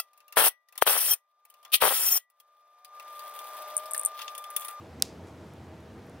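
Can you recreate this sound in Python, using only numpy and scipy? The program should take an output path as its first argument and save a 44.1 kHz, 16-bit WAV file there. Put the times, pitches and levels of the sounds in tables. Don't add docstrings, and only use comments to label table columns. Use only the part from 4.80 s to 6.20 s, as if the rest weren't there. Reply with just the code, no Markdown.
import sys
import numpy as np
from scipy import signal
from scipy.fft import rfft, irfft
from scipy.io import wavfile
from scipy.ndimage import uniform_filter1d

SR = 44100
rng = np.random.default_rng(int(sys.argv[2]) if len(sys.argv) > 2 else 0)


def unload_wav(signal):
    wavfile.write(
        sys.argv[1],
        SR,
        np.round(np.clip(np.atleast_2d(signal).T, -1, 1) * 32767).astype(np.int16),
    )


def nominal_scale(level):
    x = np.asarray(level, float) / 20
    return 10 ** x


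N = 61739
SNAP_S, SNAP_DB = .22274, -6


def read(points, hz):
    f, value = np.transpose(points)
    return np.interp(np.log(hz + 1), np.log(f + 1), value)


def evened(x):
    return x / np.sqrt(np.mean(x ** 2) + 1e-20)


def add(mix, s, sound):
    part = mix[..., round(s * SR):][..., :sound.shape[-1]]
    part += sound[..., :part.shape[-1]]


def colour(x, gain_db):
    hz = np.fft.rfftfreq(x.shape[-1], 1 / SR)
    return irfft(rfft(x) * nominal_scale(gain_db(hz)), x.shape[-1])


def below(x, edge_hz):
    return colour(x, lambda hz: -np.clip((hz - edge_hz) / 8, 0, 100))


def spread(wide_db):
    mid, side = rng.standard_normal((2, N))
    side = nominal_scale(wide_db) * side
    return np.array([mid + side, mid - side])


def bumps(t, events):
    return [(np.exp(-((t - s) / half) ** 2), db) for s, half, db in events]


def wave(delay_ms, hz, length_ms, db):
    t = np.arange(400) / SR - delay_ms / 1000
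    swell = np.sin(np.pi * np.clip(t * 1000 / length_ms, 0, 1)) ** 2
    return nominal_scale(db) * swell * np.sin(2 * np.pi * hz * t)


def snap():
    # (delay [ms], frequency [Hz], length [ms], level [dB])
    bending_waves = [(0, 9685, .603, -2.1), (.075, 13725, .55, -5.4), (.129, 7000, .532, -2),
                     (.24, 4731, .791, -.1), (.806, 5919, 1.63, -21), (.313, 11149, 1.28, -11.3),
                     (.662, 5400, 1.035, -5.1), (.63, 7380, .718, -5.5), (.582, 11843, 1.5, -19),
                     (.5, 1630, 3.6, -25), (.6, 610, 4.5, -24)]
    left_high_db, left_from_hz, right_late_ms = 3, 11500, .004
    out = np.zeros((2, N))
    for delay_ms, hz, length_ms, db in bending_waves:
        lean = left_high_db / 2 / (1 + (left_from_hz / hz) ** 8)
        left = wave(delay_ms, hz, length_ms, SNAP_DB + db + lean)
        right = wave(delay_ms + right_late_ms, hz, length_ms, SNAP_DB + db - lean)
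        add(out, SNAP_S, np.array([left, right]))
    return out


def near_scatter():
    # (frequency [Hz], level [dB])
    scatter_tone = [(350, -35.5), (600, 1), (4120, 0), (7490, -5.5), (9340, -9), (14200, -9.5),
                    (16500, -28)]
    start_s, rise_s, level_db, t60_s = .0011, .00073, -18.5, .02
    t = np.arange(N) / SR - SNAP_S
    blur = evened(colour(spread(-14.5), lambda hz: read(scatter_tone, hz)))
    rise = np.clip((t - start_s) / rise_s, 0, 1)
    fall = nominal_scale(level_db - 60 * np.maximum(t, 0) / t60_s)
    return nominal_scale(SNAP_DB) * blur * rise * fall


def wall_echoes():
    # (frequency [Hz], level [dB])
    wall_tone = [(1470, -39.5), (2500, -7.5), (3220, -9), (5130, -2), (10300, -14.5), (15100, -20),
                 (16000, -24), (16500, -54.5)]
    # (frequency [Hz], time [s])
    wall_t60 = [(2500, 0.28), (5000, .3), (9000, .27), (15000, .2)]
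    # (delay [s], half length [s], lift [dB])
    first_walls = [
        (0.0133, .0025, 3.5),
        (0.031, .003, 3),
    ]
    level_db, start_s, build_s = -38, .006, .022
    t = np.arange(N) / SR - SNAP_S
    hz, s, z = signal.stft(spread(-14.5), SR, nperseg=256)
    fall_db = 60 * np.maximum(s - SNAP_S, 0) / read(wall_t60, hz)[:, None]
    z = z * nominal_scale(read(wall_tone, hz)[:, None] - fall_db)
    tail = signal.istft(z, SR, nperseg=256)[1][:, :N]
    tail = tail / np.sqrt(np.mean(tail[:, t < 0] ** 2))
    tail = tail * nominal_scale(sum(db * bump for bump, db in bumps(t, first_walls)))
    build = np.clip((t - start_s) / build_s, 0, 1) ** .5
    return nominal_scale(SNAP_DB + level_db) * tail * build


def ticks():
    # (time [s], level [dB], frequency of the ring [Hz], level of the ring [dB])
    creases = [
        (.1999, -42.5, 5900, 0),
        (.037, -60.5, 11000, 2),
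        (.478, -62, 7000, -1),
        (.667, -55, 12000, -4),
        (.7365, -47, 11500, -7.5),
        (0.746, -60, 11500, -8),
        (1.005, -54, 9400, -7),
        (1.268, -52, 11500, -6),
        (1.2966, -45.5, 10100, -6),
    ]
    crack_ms, ring_ms = .3, 1.3
    shape = np.sin(np.pi * np.clip(np.arange(400) / SR * 1000 / crack_ms, 0, 1)) ** 4
    out = np.zeros(N)
    for s, db, hz, ring_db in creases:
        crack = np.roll(rng.standard_normal(400) * shape, 99)
        crack = colour(crack, lambda f: -6.0 * np.log2((f + 50) / 9000) ** 2)
        crack = np.roll(crack, -90)
        add(out, s, nominal_scale(db) * (crack / abs(crack).max() + wave(.15, hz, ring_ms, ring_db)))
    return out


def rustle():
    # (centre [s], half length [s], level [dB])
    slides = [
        (0.034, 0.045, -81),
        (0.484, 0.037, -68),
        (0.658, 0.068, -72.5),
        (.82, .04, -75),
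    ]
    # (frequency [Hz], level [dB])
    rub_tone = [(2000, -20), (3500, -2), (7000, 1), (12000, -11), (16000, -25)]
    loudness = sum(nominal_scale(db) * bump for bump, db in bumps(np.arange(N) / SR, slides))
    grains = spread(-21) * nominal_scale(3.0 * rng.exponential(1, N))
    return loudness * evened(colour(grains, lambda hz: read(rub_tone, hz)))


def air():
    # (frequency [Hz], level [dB per Hz])
    air_tone = [(40, -40), (58, -14.5), (82, -3), (300, -6.5), (1000, -18.5), (2200, -26.5), (6000, -37.5),
                (15500, -49.5)]
    # (frequency [Hz], width [Hz], lift [dB])
    resonances = [(85, 16, 6.5), (198, 21, 1.5), (264, 5.1, 2), (328, 14, 5.5), (478.6, 20, 5),
                  (645, 23, 7), (781, 25, 6), (903, 28, 4)]
    # (time [s], level [dB])
    drift = [(0, 1), (.25, 1.5), (.6, .5), (.8, 0.3), (1.4, 0.5)]
    # (frequency [Hz], side minus mid [dB])
    air_side = [(60, -33), (180, -22.5), (550, -17), (1650, -11), (4970, -10), (15000, -14.5)]
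    level_db = -47.5

    def tone(f):
        peaks = sum(db / (1 + (2 * (f - at) / w) ** 2) for at, w, db in resonances)
        return read(air_tone, f) + peaks

    a, b, c, d, patches = rng.standard_normal((N // 256 + 5, 513, 5)).T
    patches = uniform_filter1d(patches, size=10, axis=0)
    patches = evened(uniform_filter1d(patches, size=10, axis=1))
    spectra = np.array([a + 1j * b, c + 1j * d]) * nominal_scale(.8 * patches)
    mid, side = signal.istft(spectra, nperseg=1024, noverlap=768)[1][:, :N]
    mid = colour(mid, tone)
    side = colour(side, lambda f: tone(f) + read(air_side, f))
    gain = nominal_scale(level_db + np.interp(np.arange(N) / SR, *np.transpose(drift))) / np.std(mid)
    return gain * np.array([mid + side, mid - side])


def scene():
    quiet = near_scatter() + wall_echoes() + ticks() + rustle() + air()
    return below(snap(), 16800) + below(quiet, 15900)


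def band_limit(x):
    return signal.sosfilt(signal.butter(12, 17150, fs=SR, output="sos"), x)


def record(dry):
    return band_limit(dry)


dry = scene()
out = record(dry)
unload_wav(out)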